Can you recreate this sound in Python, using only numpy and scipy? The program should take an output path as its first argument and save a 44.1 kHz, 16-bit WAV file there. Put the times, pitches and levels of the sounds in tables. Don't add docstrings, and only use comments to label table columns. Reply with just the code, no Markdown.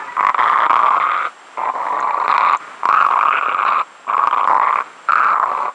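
import sys
import numpy as np
from scipy import signal
from scipy.fft import rfft, irfft, next_fast_len
from scipy.io import wavfile
from scipy.ndimage import minimum_filter1d, map_coordinates

SR = 44100
rng = np.random.default_rng(int(sys.argv[2]) if len(sys.argv) > 2 else 0)


def generate_wav(sig):
    pcm = np.round(np.clip(np.atleast_2d(sig).T, -1, 1) * 32767).astype(np.int16)
    wavfile.write(sys.argv[1], SR, pcm)


N = 253134
TIME = np.arange(N) / SR


def amp(db):
    return 10 ** (np.asarray(db) / 20)


def unit_rms(x):
    return x / np.sqrt(np.mean(x ** 2) + 1e-20)


def curves(rows):
    times_s, *columns = np.transpose(rows)
    return [np.interp(TIME, times_s, column) for column in columns]


def wobble(rate_hz):
    return map_coordinates(rng.standard_normal(int(N * rate_hz / SR) + 4), [TIME * rate_hz])


def filtered(x, response):
    size = next_fast_len(N + 8192)
    return irfft(rfft(x, size) * response(np.fft.rfftfreq(size, 1 / SR)), size)[:N]


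def noise(spectrum):
    hz, db = np.transpose(spectrum)
    colour = lambda f: amp(np.interp(np.log(f + 1), np.log(hz), db))
    return unit_rms(filtered(rng.standard_normal(N), colour))


def bursts(rows, attack_s, release_s):
    gain = np.zeros(N)
    for start, end, db, swell_db, *_ in rows:
        rise = np.clip((TIME - start) / attack_s + 1, 0, 1)
        hold_db = db + swell_db * (np.clip((TIME - start) / (end - start), 0, 1) - .5)
        fall_db = 60 * np.clip((TIME - end) / release_s, 0, 2)
        gain = np.maximum(gain, rise * amp(hold_db - fall_db))
    return gain


# start in seconds, end in seconds, level in dB, swell in dB.
BREATHS = [(0.0, 0.16, -33, -3), (2.6, 2.82, -36, -4.5), (3.86, 4.05, -48, -2), (4.84, 5.06, -42, -13)]
# frequency in Hz, relative density in dB.
SNOUT_SPECTRUM = [(120, -21.5), (300, -13), (600, -16.5), (800, -11.5), (1000, -4), (1300, -1), (1650, -12),
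                  (2400, -13), (3000, -25.5), (4200, -33), (7000, -40), (10000, -52)]


def breaths():
    air = unit_rms(noise(SNOUT_SPECTRUM) * amp(2.0 * wobble(130)))
    return bursts(BREATHS, attack_s=0.0074, release_s=0.07) * air


# time in seconds, pitch in Hz.
WHEEZE_PITCH = [(0.0, 905), (0.035, 864), (0.065, 914), (0.092, 980), (0.13, 970), (0.155, 940)]


def wheeze(level_db=-37, swell_db=-5, octave_db=-3.5):
    pitch_hz = curves(WHEEZE_PITCH)[0] * (1 + 0.005 * wobble(120))
    phase = 2 * np.pi * np.cumsum(pitch_hz) / SR
    start, end = WHEEZE_PITCH[0][0], WHEEZE_PITCH[-1][0]
    gain = bursts([(start, end, level_db, swell_db)], attack_s=.01, release_s=.06)
    return gain * amp(5.1 * wobble(100)) * (np.sin(phase) + amp(octave_db) * np.sin(2 * phase))


# frequency in Hz, relative density in dB.
YARD_SPECTRUM = [(25, -20), (75, -30), (130, -11), (260, -4.5), (420, -2.5), (560, -0.5), (1200, 5),
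                 (1700, -0.5), (2400, -7), (3000, -7), (3900, -14.5), (5000, -18), (7600, -19),
                 (10000, -24.5)]


def yard_air(level_db=-42):
    return amp(level_db) * noise(YARD_SPECTRUM) * amp(1.6 * wobble(8.9))


# time in seconds, echo gain in dB.
ECHO_GAIN = [(0.8, -11), (1.3, -12.5), (2.0, -6), (2.4, -13.5), (3.3, -13.5), (3.7, -11), (4.2, -15.5),
             (5.2, -17), (5.6, -7.5)]


def yard_echo(x, t60_s=0.12, scatter_db=0.5, bounce_s=.0067, sway=.08):
    t = np.arange(SR // 4) / SR
    tails = rng.standard_normal((4, len(t))) * amp(-60 * t / t60_s) * (t > .003)
    paths = signal.fftconvolve(x[None], tails / np.linalg.norm(tails[0]), axes=1)[:, :N]
    shares = np.array([wobble(4.3) for _ in tails])
    scatter = (paths * shares).sum(axis=0) / np.linalg.norm(shares, axis=0)
    delay_s = bounce_s * (1 + sway * wobble(1.8))
    bounce = np.interp(TIME - delay_s, TIME, x)
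    echo = filtered(0.75 * bounce + amp(scatter_db) * scatter, lambda f: 1 / (1 + (f / 3500) ** 2))
    return amp(curves(ECHO_GAIN)[0]) * echo


# start in seconds, end in seconds, level in dB, swell in dB, flap rate in Hz,
# jitter as a share of the period, mouth-to-throat frequency ratio, teeth resonance in Hz,
# base mouth level and base teeth level in dB relative to the throat.
GROWLS = [ (0.167, 0.297, -13, 7.5, 136, 0.42, 1.83, 3420, -12, -40.5),
          (0.345, 0.351, -13.5, -1, 138.1, 0.47, 1.87, 3440, -17, -36),
          (0.381, 0.667, -13.5, -1, 142, .22, 1.66, 3270, -14.5, -31),
          (0.697, 0.989, -12.5, -3, 165.1, 0.37, 1.98, 3210, -21, -33),
          (1.000, 1.275, -17.5, -5.5, 189, 0.21, 1.71, 3370, -12.5, -27),
          (1.573, 1.700, -19.5, 5, 204.9, 0.35, 2.1, 3556, -17.5, -40),
          (1.737, 1.995, -20.5, 3.5, 185.4, 0.43, 1.91, 3885, -17.5, -40),
          (2.010, 2.259, -18, 2, 154.8, .46, 2.01, 4000, -19, -39),
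          (2.28, 2.554, -13, 0, 144.7, .3, 1.97, 3760, -14.5, -31),
          (2.833, 3.068, -11.5, -0.5, 160.5, 0.4, 2.04, 4030, -21, -43),
          (3.087, 3.292, -14, 1.5, 160.9, .35, 2.09, 3290, -18.5, -39.5),
          (3.308, 3.39, -15.5, -0.5, 145.6, 0.35, 1.885, 3270, -10.5, -41),
          (3.411, 3.635, -17, 3, 144.5, 0.35, 2, 3380, -15, -34),
          (3.651, 3.814, -15, -1, 194, .14, 2.04, 3776, -15.5, -33),
          (4.077, 4.283, -14.5, 6, 140.1, .4, 2.06, 3290, -21, -39.5),
          (4.311, 4.458, -15, -1.5, 132.6, 0.48, 2.08, 3160, -20.5, -31),
          (4.475, 4.596, -12.5, -2, 148.8, .46, 1.85, 3790, -23, -47),
          (4.598, 4.816, -15, -4, 149.8, .44, 1.86, 3370, -14.5, -39),
          (5.087, 5.345, -13, -2, 170.8, .22, 1.82, 4100, -20.5, -42.5),
          (5.356, 5.456, -14.5, 2.5, 170.8, 0.27, 1.67, 3700, -20.5, -52.5),
          (5.458, 5.690, -19.5, -1, 173.2, 0.31, 2.04, 4070, -20.5, -38), ]
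# time in seconds, throat resonance in Hz.
JAW_RUNS = [
    [(0.2, 1080), (0.62, 1140), (0.92, 1093), (1.1, 1256), (1.25, 1270)],
    [(1.62, 1000), (1.8, 1005), (1.95, 1016), (2.52, 1128)],
    [(2.86, 1072), (2.98, 1292), (3.15, 1063), (3.35, 1283), (3.55, 1200), (3.77, 1161)],
    [(4.12, 1118), (4.42, 1104), (4.53, 1004), (4.7, 1105)],
    [(5.11, 1303), (5.24, 1282), (5.4, 1087), (5.6, 1074)],
]


def growls(full_effort_db=-10.5):
    effort = bursts(GROWLS, attack_s=0.01, release_s=.05)
    postures = [(s, db + side * swell_db, *held) for start, end, db, swell_db, *held in GROWLS
                for s, side in ((start, -.5), (end, .5))]
    level_db, rate_hz, jitter, mouth_ratio, teeth_hz, mouth_db, teeth_db = curves(postures)
    throat_hz, = curves([point for run in JAW_RUNS for point in run])
    slack_db = full_effort_db - level_db
    chest_db = -27.5 + 1.5 * slack_db
    rasp_share = np.clip(0.15 + 0.14 * slack_db, 0, 1)
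    flaps = fold_flaps(rate_hz, jitter, onsets_s=[row[0] for row in GROWLS])
    source = np.sqrt(1 - rasp_share) * unit_rms(flaps) + np.sqrt(rasp_share) * rasp(flaps)
    shape = throat_hz, mouth_ratio * throat_hz, teeth_hz, chest_db, mouth_db, teeth_db
    return effort * steady(vocal_tract(source, flaps, effort, shape), span_s=0.055)


# time in seconds, level in dB over an ordinary flap.
THROAT_CATCHES = [(0.208, 10.5), (0.268, 11), (0.288, -0.5), (0.731, 1), (0.757, 3.5), (1.866, 7.5),
                  (2.34, 2.5), (2.38, 10.5), (2.855, 22), (2.889, 9), (2.927, 3.5), (3.19, 7.5), (3.21, 3),
                  (3.546, 7.5), (4.167, -2.5), (4.273, 9), (4.545, 2.5), (4.757, 7), (5.121, 9.5),
                  (5.133, 11), (5.156, 5), (5.398, 7.5), (5.516, 5)]


def fold_flaps(rate_hz, jitter, onsets_s, scatter_db=2.5, onset_db=0.5, stall_s=0.011, rest_s=.006):
    flaps, at = np.zeros(N), 0
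    for timing, strength in rng.standard_normal((1500, 2)):
        stretch = np.exp(jitter[at] * timing - jitter[at] ** 2 / 2)
        at += int(SR / rate_hz[at] * stretch) + 1
        if at >= N:
            break
        flaps[at] = amp(scatter_db * min(strength, 1.2))
    opening_catches = [(s, onset_db) for s in onsets_s]
    for s, db in opening_catches + THROAT_CATCHES:
        at = round(s * SR)
        flaps[at - round(stall_s * SR):at + round(rest_s * SR)] = 0
        flaps[at] = amp(db)
    return flaps


def rasp(flaps, decay_s=.003):
    puffs = signal.lfilter([1], [1, -np.exp(-1 / (decay_s * SR))], flaps)
    return unit_rms(puffs * rng.standard_normal(N))


def vocal_tract(source, flaps, effort, shape, flutter_db=2.0, hop=192, fft_size=1024):
    split = lambda x: np.pad(x, (0, -N % hop)).reshape(-1, hop)
    blocks = split(source)
    throat_hz, mouth_hz, teeth_hz, chest_db, mouth_db, teeth_db = [curve[::hop] for curve in shape]
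    hard_db = 20 * np.log10(np.minimum(split(flaps).max(axis=1), 1.7) + 0.24)
    loud_db = np.minimum(20 * np.log10(effort[::hop] + 1e-6) + 14, 2)
    shake = lambda: np.exp(.02 * rng.standard_normal(len(blocks)))
    flutter = lambda: flutter_db * rng.standard_normal(len(blocks))
    overload_thump_db = -39.5 + 0.7 * hard_db + 1.8 * loud_db
    snap_db = -47.5 + 1.27 * hard_db + 2.2 * loud_db
    modes = [(210 * shake(), 300, overload_thump_db, 2.1),
             (640 * shake(), 520, chest_db + flutter(), 2.6),
             (throat_hz * shake(), 400, np.zeros(len(blocks)), 2.6),
             (mouth_hz * shake(), 920, mouth_db + 0.34 * hard_db + flutter(), 3.6),
             (teeth_hz * shake(), 1050, teeth_db + 1.65 * hard_db + flutter(), 2.8),
             (4500 * shake(), 3600, snap_db + flutter(), 2.2)]
    rung = irfft(rfft(blocks, fft_size) * resonances(modes, fft_size), fft_size)
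    positions = hop * np.arange(len(blocks))[:, None] + np.arange(fft_size)
    return np.bincount(positions.ravel(), rung.ravel())[:N]


def resonances(modes, fft_size):
    hz, power = np.fft.rfftfreq(fft_size, 1 / SR), 0
    for centre_hz, width_hz, db, steepness in modes:
        hump = (1 + (2 * (hz - centre_hz[:, None]) / width_hz) ** 2) ** -steepness
        power = power + amp(db)[:, None] ** 2 * hump / hump.sum(axis=1, keepdims=True)
    cepstrum = irfft(np.log(power + 1e-14) / 2, fft_size)
    cepstrum[:, 1:fft_size // 2] *= 2
    cepstrum[:, fft_size // 2 + 1:] = 0
    return np.exp(rfft(cepstrum))


def steady(x, span_s):
    window = np.hanning(int(span_s * SR))
    power = np.abs(signal.fftconvolve(x ** 2, window / window.sum(), "same"))
    return x / np.sqrt(power + 1e-4 * np.mean(x ** 2))


# time in seconds, envelope peak in dB.
COLLAR_TICKS = [(2.0037, -33.5), (2.526, -39.5), (2.5692, -31.5), (5.6314, -45.5)]


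def collar(decay_s=0.0012):
    touches = sum(amp(db) * np.exp(-np.abs(TIME - s - .002) / decay_s) for s, db in COLLAR_TICKS)
    return touches * noise([(4500, -36), (6300, -6.5), (7000, 5), (7800, -7.5), (9500, -33.0)])


def limiter(x, ceiling=.8, hold_s=0.001, lookahead_samples=6):
    size = 2 * round(hold_s * SR / 2) + 1
    needed = np.minimum(1, ceiling / (np.abs(x) + 1e-9))
    return x * minimum_filter1d(needed, size, origin=size // 2 - lookahead_samples)


def scene():
    puppy = growls() + breaths() + wheeze() + collar()
    air = yard_air()
    return (puppy + yard_echo(puppy) + air)[None]


def record(dry, cutoff_hz=10100):
    bass_cut = lambda f: (1j * f / (135 + 1j * f)) ** 2 * 1j * f / (45 + 1j * f)
    thinned = filtered(limiter(dry[0]), bass_cut)
    whine_hz = 7582 + 16 * wobble(70)
    whine = amp(-58 + 2 * wobble(90)) * np.sin(2 * np.pi * np.cumsum(whine_hz) / SR)
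    return filtered(thinned + whine, lambda f: f < cutoff_hz)[None]


dry = scene()
out = record(dry)
generate_wav(out)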